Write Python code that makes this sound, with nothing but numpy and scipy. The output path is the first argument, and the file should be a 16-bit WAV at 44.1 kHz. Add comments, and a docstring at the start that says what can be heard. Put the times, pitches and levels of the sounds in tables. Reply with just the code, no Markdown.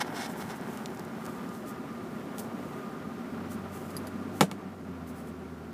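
"""Inside a moving car, over steady road noise, the mesh door of a soft pet crate is unzipped up close.
The zip rasps in short tugs, nylon swishes and ticks, and a thin tyre whine creeps in behind them.
The loose door lifts away with a dull flap; then the engine hum swells and soft thuds jolt the cabin.
The metal zip pull tinkles, and at 4.4 s something hard lands with one sharp clack. Automatic gain
control ducks the whole mix and creeps back while the engine sags under a few last swishes."""
import sys
import numpy as np
from scipy import signal
from scipy.fft import rfft, irfft
from scipy.io import wavfile
from scipy.ndimage import uniform_filter1d

SR = 44100
rng = np.random.default_rng(int(sys.argv[2]) if len(sys.argv) > 2 else 0)


def master_out(mix):
    """Clip the mix to full scale and print it as 16-bit PCM to the path in sys.argv[1]."""
    frames = np.transpose(np.atleast_2d(mix))
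    ceiling = np.clip(frames, -1, 1)
    pcm = np.round(ceiling * 32767).astype(np.int16)
    wavfile.write(sys.argv[1], SR, pcm)


N = 252693
TIME, HZ = np.arange(N) / SR, np.fft.rfftfreq(N, 1 / SR)

# Tone of the road bed. Each row: frequency in Hz, relative level in dB.
ROAD_EQ = [(30, -76), (50, -23.5), (75, -14.5), (140, -2.5), (220, 2.5), (330, -4.5), (550, -12),
           (950, -14), (1400, -15.5), (2000, -20), (3000, -26.5), (4000, -31.0), (8000, -43.5),
           (15500, -57)]
# Peaks and dips in the cabin drone: low engine hum, cabin and tyre resonances.
# Each row: centre in Hz, width in Hz, boost or cut in dB.
CABIN_DRONE_EQ = [(95.6, 11.4, 4), (130, 8.2, -6.5), (143, 6, 2), (202, 42, 2), (232.4, 4.6, 7),
                  (318, 50, -0.5), (263, 15.4, 5.5), (370.6, 31, 7.5), (418.4, 23.3, 6), (519, 49, 2.5),
                  (612, 35, 6.5), (681, 62, 4.5), (771, 23, 8), (1023, 110, 2.5), (1178, 79, 5),
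                  (1381, 96, 5.5)]
# Tone of the microphone hiss. Each row: frequency in Hz, relative level in dB.
HISS_EQ = [(300, 11.5), (2500, 3.5), (5000, 6.0), (9000, 2.0), (15000, 0)]
# The engine's pitch curve. Each row: time in seconds, firing rate in Hz.
FIRING_CURVE = [(1.2, 99.6), (3.3, 90.74), (4.55, 97.5), (5.15, 82.4), (5.73, 82.7)]
# Harmonics of the hum. Each row: multiple of the firing rate, relative level in dB.
ENGINE_HARMONICS = [(1, -1), (2, 0), (3, -2)]
# Tugs on the zip. Each row: start in seconds, length in seconds, level in dB, treble tilt in dB.
ZIP_TUGS = [(0, .02, -27.5, .5), (.06, .015, -48.5, 4), (.132, .09, -41.5, 5.5), (.2, .063, -38.5, 4.5),
            (.394, .025, -49, 7), (.486, .033, -41, 1), (.768, .015, -47, -2)]
# Tone of the zip's rasp. Each row: frequency in Hz, relative level in dB.
ZIP_EQ = [(100, -39), (300, -4), (700, 1.5), (1400, -0.5), (2000, -4), (3000, -2), (5500, -6),
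          (7000, -10.5), (9000, -12.5), (12000, -16), (15000, -23)]
# The taut door panel under the zip. Each row: centre in Hz, width in Hz, boost or cut in dB.
PANEL_RESONANCES = [(570, 57, -1), (820, 210, 7), (1410, 250, 5.5), (1600, 70, 6.5), (1810, 220, 3.5),
                    (2184, 61, 10.5), (2820, 120, 1.5), (4220, 290, 2.5)]
# Fabric sliding on fabric. Each row: peak time in seconds, level in dB, length in seconds.
FABRIC_STROKES = [(0.304, -51.5, 0.039), (0.394, -51.5, .06), (.565, -54, .025), (.725, -56, 0.15),
                  (1.253, -76, .04), (1.33, -67, 0.11), (1.555, -56.5, 0.058), (1.688, -50.5, 0.039),
                  (2.397, -39.5, .014), (2.402, -53.5, 0.068), (2.68, -62.5, 0.27), (3.522, -48.5, 0.035),
                  (3.757, -53.5, 0.064), (3.878, -59, 0.23), (4.372, -54, 0.054), (5.091, -51, 0.032),
                  (5.182, -53.5, .06), (5.28, -55.5, .038)]
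# Tone of the nylon. Each row: frequency in Hz, relative level in dB.
FABRIC_EQ = [(700, -30), (2000, -7), (4000, -2), (7500, 3), (11000, 2.5), (15000, 1.5)]
# Zip teeth and seams snapping. Each row: start in seconds, level in dB, centre in Hz,
# roll-off one octave from the centre in dB (held to at least 1.5 when played).
SEAM_SNAPS = [(.2608, -29, 4200, 2), (.7738, -28, 4500, 2.5), (.859, -21.5, 3870, 7),
              (.9955, -26, 6000, 1.5), (1.2552, -26, 5500, -1), (1.2642, -25, 5430, 0),
              (2.3835, -20, 5600, 1.5)]
# Soft jolts in the cabin. Each row: peak time in seconds, level in dB, pitch in Hz.
CABIN_JOLTS = [(3.385, -35, 210), (3.552, -28, 205), (3.96, -34, 184)]
# Taps of the zip pull. Each row: start in seconds, ring level in dB, scratch level in dB.
PULL_TAPS = [(3.905, -53, -46), (3.9667, -27.5, -38), (4.071, -41, -41)]
# The metal pull's ring. Each row: frequency in Hz, relative level in dB, 60 dB decay in seconds.
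PULL_MODES = [(4840, -5.5, 0.025), (8360, -21, .04), (11100, -8.5, 0.061), (11470, -14, .05)]
# The clack, its rattle and one bounce. Each row: start in seconds, gains of crack, body and spray
# in dB, contact hardness as a cutoff in Hz.
CLACK_HITS = [(4.4089, -3.5, -10.5, -24, 3030), (4.4127, -9, -16.5, -34, 3890),
              (4.4221, -36, -6.5, -52, 370), (4.43, -17, -11.5, -41, 593), (4.4351, -23, -19.5, -49, 430),
              (4.5142, -18, -29, -45, 3300)]
# Tone of the crack. Each row: frequency in Hz, relative level in dB.
CRACK_EQ = [(200, -17), (700, -18), (1500, -10), (3300, 0), (5000, -6), (7500, -7.5), (10500, -4),
            (13000, -7), (15500, -25)]
# The struck frame's ring. Each row: frequency in Hz, relative level in dB, 60 dB decay in seconds.
FRAME_MODES = [(171, -1, 0.064), (198.8, -3.5, 0.21), (281, -1.5, 0.055), (277.6, 4, 0.038),
               (437.6, -3.5, 0.05), (457, -5, 0.069), (582, -2.5, 0.027), (631, -6, 0.055),
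               (650, -8, 0.056), (746, -5.5, 0.022), (856, 2.5, 0.021), (1174, -4.5, 0.045),
               (1225, -2.5, 0.028), (1318, -2, 0.022), (1635, -13.5, 0.039), (1750, -13, 0.052),
               (2240, -1.5, 0.028), (2292, -8, 0.041), (2716, -7, 0.028), (2820, -11, 0.039),
               (3010, -10, 0.025), (3240, -3.5, 0.016), (3600, -13, 0.032), (4093, -8, 0.041),
               (5450, -25, .03), (6770, -0.5, 0.027), (7300, -6, 0.023)]
# Tone of the spray of cabin reflections. Each row: frequency in Hz, relative level in dB.
SPRAY_EQ = [(100, -9), (450, 1), (1200, -4), (2200, -6), (3500, -6), (5000, -9.5), (7500, -7), (9000, -8),
            (11000, -10), (15000, -16)]
# Tail of that spray. Each row: frequency in Hz, 60 dB decay in seconds.
SPRAY_DECAY = [(200, 0.32), (1000, 0.15), (3000, 0.13), (12000, 0.11)]


def gain_of(db):
    return 10 ** (np.asarray(db) / 20)


def unit_rms(x):
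    return x / np.sqrt(np.mean(x ** 2) + 1e-20)


def curve(points, hz=HZ):
    """A table's value at any frequency, joined up on a log axis."""
    point_hz, value = np.transpose(points)
    return np.interp(np.log(hz + 1), np.log(point_hz + 1), value)


def bells(bands):
    """Bell-shaped boosts and cuts in dB."""
    return sum(db * np.exp(-2 * ((HZ - hz) / width) ** 2) for hz, width, db in bands)


def equalise(x, db):
    return irfft(rfft(x) * gain_of(db), N)


def lowpass(x, hz, steepness=2):
    return irfft(rfft(x) / (1 + (HZ / hz) ** steepness), N)


def band_rms(x, lo_hz, hi_hz):
    return np.std(irfft(rfft(x) * ((HZ > lo_hz) & (HZ < hi_hz)), N))


def wander(rate_hz):
    """Smooth random modulation at unit RMS."""
    return unit_rms(irfft(rfft(rng.standard_normal(N)) * np.exp(-(HZ / rate_hz) ** 2), N))


def ramp(start_s, length_s):
    return np.clip((TIME - start_s) / length_s, 0, 1)


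def add(mix, start_s, sound):
    part = mix[max(round(start_s * SR), 0):][:len(sound)]
    part += sound[:len(part)]


def snap(eq_db, size=2048):
    """The tightest click with this tone: minimum phase, peak 1."""
    cepstrum = irfft(np.log(gain_of(np.maximum(eq_db, -90))), N)
    cepstrum[1:N // 2] *= 2
    cepstrum[N // 2:] = 0
    click = irfft(np.exp(rfft(cepstrum)), N)[:size]
    return click / abs(click).max()


def crate_echoes(x, wet, t60, size=2048):
    """A sound followed by dense, brief echoes off the crate's walls."""
    walls = wet * rng.standard_normal(size) * gain_of(-60 * TIME[:size] / t60)
    walls[0] = 1
    return signal.fftconvolve(x, walls)


def road(boom_db=-40, roar_db=-48, split_hz=550, surface_db=0.5, lump_db=1.1, grit_db=1):
    """Tyres shake the cabin: a lumpy boom below, a gritty roar above, both swaying with the surface."""
    sway = gain_of(surface_db * wander(3.4))
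    noise = equalise(rng.standard_normal(N), curve(ROAD_EQ) + bells(CABIN_DRONE_EQ))
    low = lowpass(noise, split_hz, steepness=8)
    high = lowpass(noise - low, hz=6500)
    boom = low / band_rms(low, 100, 500) * gain_of(boom_db + lump_db * wander(38))
    roar = high / band_rms(high, 600, 3000) * gain_of(roar_db + grit_db * wander(34))
    return sway * (boom + roar)


def hiss(level_db=-60):
    """An even floor of microphone hiss."""
    return gain_of(level_db) * unit_rms(equalise(rng.standard_normal(N), curve(HISS_EQ)))


def engine(coast_db=-69, load_db=-49.5, boom_hz=86, boom_width_hz=4.7, boom_db=4.4,
           waver=0.009, throb_db=1.0):
    """The firing hum coasts faintly, swells and climbs under load, then sags into a cabin resonance."""
    firing_hz = np.interp(TIME, *np.transpose(FIRING_CURVE))
    resonance_db = boom_db * np.exp(-2 * ((firing_hz - boom_hz) / boom_width_hz) ** 2)
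    level_db = coast_db + (load_db - coast_db) * ramp(start_s=3.25, length_s=0.18) + resonance_db
    phase = 2 * np.pi * np.cumsum(firing_hz * (1 + waver * wander(12.3))) / SR
    return np.sqrt(2) * sum(gain_of(level_db + db + throb_db * wander(6.3)) * np.sin(multiple * phase)
                            for multiple, db in ENGINE_HARMONICS)


def slider(creep_db=-52.5, creep_tilt_db=-10.5, fade_db_per_s=7.5, release_s=0.007,
           ref_teeth_per_s=480, ref_db=-40, db_per_doubling=11.5):
    """Short tugs ride on a dull, slowing creep; gives teeth per second and the dull and bright gains."""
    moves = [(gain_of(creep_db - fade_db_per_s * TIME), creep_tilt_db)]
    for start, length, db, tilt_db in ZIP_TUGS:
        release = np.exp(-np.maximum(TIME - start - length, 0) / release_s)
        moves.append((gain_of(db) * ramp(start, length / 2) * release, tilt_db))
    dull, level, bright = [np.sqrt(sum((move * gain_of(sign * tilt)) ** 2 for move, tilt in moves))
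                           for sign in (-1, 0, 1)]
    doublings = (20 * np.log10(level) - ref_db) / db_per_doubling  # louder means faster
    return ref_teeth_per_s * 2 ** doublings, dull, bright


def zipper(jitter=0.42, tooth_spread_db=4, tape_rub=0.65, catch_db=-1.0, slowest_per_s=60):
    """Teeth part at an uneven rate and the tape rubs and catches; both sound through the door panel."""
    rate, dull_gain, bright_gain = slider()
    rate = np.maximum(rate, slowest_per_s)
    teeth_passed = np.floor(np.cumsum(rate * np.exp(jitter * wander(300))) / SR)
    flicks = np.diff(teeth_passed, prepend=0) * rng.choice([-1, 1], N)  # a tooth flicks either way
    teeth = flicks * gain_of(tooth_spread_db * rng.standard_normal(N)) / np.sqrt(rate)
    teeth = unit_rms(crate_echoes(teeth, wet=0.22, t60=0.02)[:N])
    tape = tape_rub * rng.standard_normal(N) * gain_of(catch_db * wander(180))
    rasp = unit_rms(equalise(teeth + tape, curve(ZIP_EQ) + bells(PANEL_RESONANCES)))
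    dull = lowpass(rasp, hz=2500)
    return dull_gain * dull + bright_gain * (rasp - dull)


def fabric(rise_share=0.44, rustle_db=-68, sway_db=5, rustle_until_s=2.45, weave_db=2):
    """Nylon slides in short strokes over a faint handling rustle; the weave adds a fine grain."""
    stroke_power = np.zeros(N)
    for peak_s, db, length in FABRIC_STROKES:
        width_s = length * np.where(TIME < peak_s, rise_share, 1 - rise_share)
        stroke_power += gain_of(db) ** 2 * np.exp(-((TIME - peak_s) / width_s) ** 2)
    rustle = gain_of(rustle_db + sway_db * wander(3)) * (1 - ramp(rustle_until_s, 0.11))
    rub = rng.standard_normal(N) * gain_of(weave_db * wander(700))
    return np.sqrt(stroke_power + rustle ** 2) * unit_rms(equalise(rub, curve(FABRIC_EQ)))


def ticks(crinkle_count=11, span_s=(0.19, 1.6), range_hz=(3800, 9000), crinkle_db=-39, crinkle_fall_db=11):
    """Teeth and seams snap, each with a broad resonance; faint random crinkles fall as the door folds."""
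    out = np.zeros(N)
    crinkles = [(np.interp(when, (0, 1), span_s), crinkle_db,
                 np.interp(pitch, (0, 1), range_hz), crinkle_fall_db)
                for when, pitch in rng.random((crinkle_count, 2))]
    for start, db, hz, fall_db in SEAM_SNAPS + crinkles:
        click = snap(-max(fall_db, 1.5) * np.log2((HZ + 1) / hz) ** 2)
        add(out, start, gain_of(db) * crate_echoes(click, wet=0.08, t60=0.017))
    return out


def tyre_whine(pitch_hz=1216, width_hz=34, level_db=-56, sway_db=2, from_s=0.51, until_s=4.7):
    """The tread sings one narrow, wavering note over one stretch of road."""
    fade_s = 0.4
    envelope = ramp(from_s, fade_s) * (1 - ramp(until_s - fade_s, fade_s))
    phase = 2 * np.pi * pitch_hz * TIME
    note = unit_rms(wander(width_hz) * np.cos(phase) + wander(width_hz) * np.sin(phase))
    return envelope * gain_of(level_db + sway_db * wander(3)) * note


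def door_flap(peak_s=2.45, length_s=0.29, level_db=-47, centre_hz=515, fall_db=5, crumple_db=2):
    """The loose door brushes over the crate in one dull, uneven swell."""
    swell = np.exp(-(2 * (TIME - peak_s) / length_s) ** 2)
    brush = rng.standard_normal(N) * gain_of(crumple_db * wander(60))
    eq_db = -fall_db * np.log2((HZ + 1) / centre_hz) ** 2
    return gain_of(level_db) * swell * unit_rms(equalise(brush, eq_db))


def thuds(rise_s=0.0067):
    """Small jolts swell and die in the cabin's low resonance."""
    out, t = np.zeros(N), TIME[:4096]
    envelope = t / rise_s * np.exp(1 - t / rise_s)
    for peak_s, db, hz in CABIN_JOLTS:
        add(out, peak_s - rise_s, gain_of(db) * envelope * np.sin(2 * np.pi * hz * t))
    return out


def zip_pull(rebounds=3, gap_s=0.007, ring_step_db=-14, scratch_step_db=-5.5, scratch_t60=0.02):
    """Each tap is a scratch of contact and a short metallic ring, chattering off in weaker rebounds."""
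    out, t = np.zeros(N), TIME[:4096]
    ring = sum(gain_of(db - 60 * t / t60) * np.sin(2 * np.pi * hz * t) for hz, db, t60 in PULL_MODES)
    for start, ring_db, scratch_db in PULL_TAPS:
        for k in range(rebounds + 1):
            envelope = gain_of(scratch_db + k * scratch_step_db - 60 * t / scratch_t60)
            scratch = rng.standard_normal(len(t)) * envelope
            delay_s = k * gap_s * rng.uniform(0.81, 1.2)
            add(out, start + delay_s, gain_of(ring_db + k * ring_step_db) * ring + scratch)
    return out


def cabin_spray(t, build_s=0.0003):
    """Dense reflections build up in the cabin and die away, treble first."""
    noise = unit_rms(equalise(rng.standard_normal(N), curve(SPRAY_EQ)))[:len(t)]
    hz, age, bands = signal.stft(noise, SR, nperseg=256)
    decay = gain_of(-60 * age / curve(SPRAY_DECAY, hz)[:, None])
    tail = signal.istft(bands * decay, SR)[1][:len(t)]
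    return tail * (1 - np.exp(-t / build_s))


def clack(crack_reach=2.2, low_cut_hz=100):
    """Something hard lands, rattles and bounces: each hit cracks, rings the frame and sprays echoes."""
    out, t = np.zeros(N), TIME[:16384]
    for start, crack_db, body_db, spray_db, contact_hz in CLACK_HITS:
        # a soft contact dulls the crack and reaches only the low modes
        crack = snap(curve(CRACK_EQ) - 20 * np.log10(1 + (HZ / (crack_reach * contact_hz)) ** 2))
        body = np.zeros(len(t))
        for k, (hz, db, t60) in enumerate(FRAME_MODES):
            drive = (-1) ** k / (1 + (hz / contact_hz) ** 2)
            body += drive * gain_of(db - 60 * t / t60) * np.sin(2 * np.pi * hz * t)
        add(out, start, gain_of(crack_db) * crack)
        add(out, start, gain_of(body_db) * body + gain_of(spray_db) * cabin_spray(t))
    # a small frame radiates little deep bass
    return signal.lfilter(*signal.butter(2, low_cut_hz, "high", fs=SR), out)


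def scene():
    """The car bed and the crate foley meet at one close microphone."""
    car = road() + tyre_whine() + engine() + thuds()
    crate = zipper() + fabric() + door_flap() + ticks() + zip_pull() + clack()
    return (car + crate + hiss())[None]


def record(dry, threshold_db=-25, slope=0.32, release_db_per_s=1.0, attack_s=0.021, top_hz=15380):
    """Gain control ducks after a loud sound and creeps back; a steep low-pass trims the top."""
    power_db = 10 * np.log10(abs(uniform_filter1d(dry[0] ** 2, 400)) + 1e-12)
    leak_db = release_db_per_s * TIME
    held_db = np.maximum.accumulate(power_db + leak_db) - leak_db  # a slowly sinking peak hold
    over_db = np.maximum(held_db - threshold_db, 0)
    pole = np.exp(-1 / (attack_s * SR))
    duck_db = slope * signal.lfilter([1 - pole], [1, -pole], over_db)
    high_cut = signal.firwin(511, top_hz, window=("kaiser", 9), fs=SR)
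    return signal.oaconvolve(dry / gain_of(duck_db), high_cut[None], "same")


dry = scene()
out = record(dry)
master_out(out)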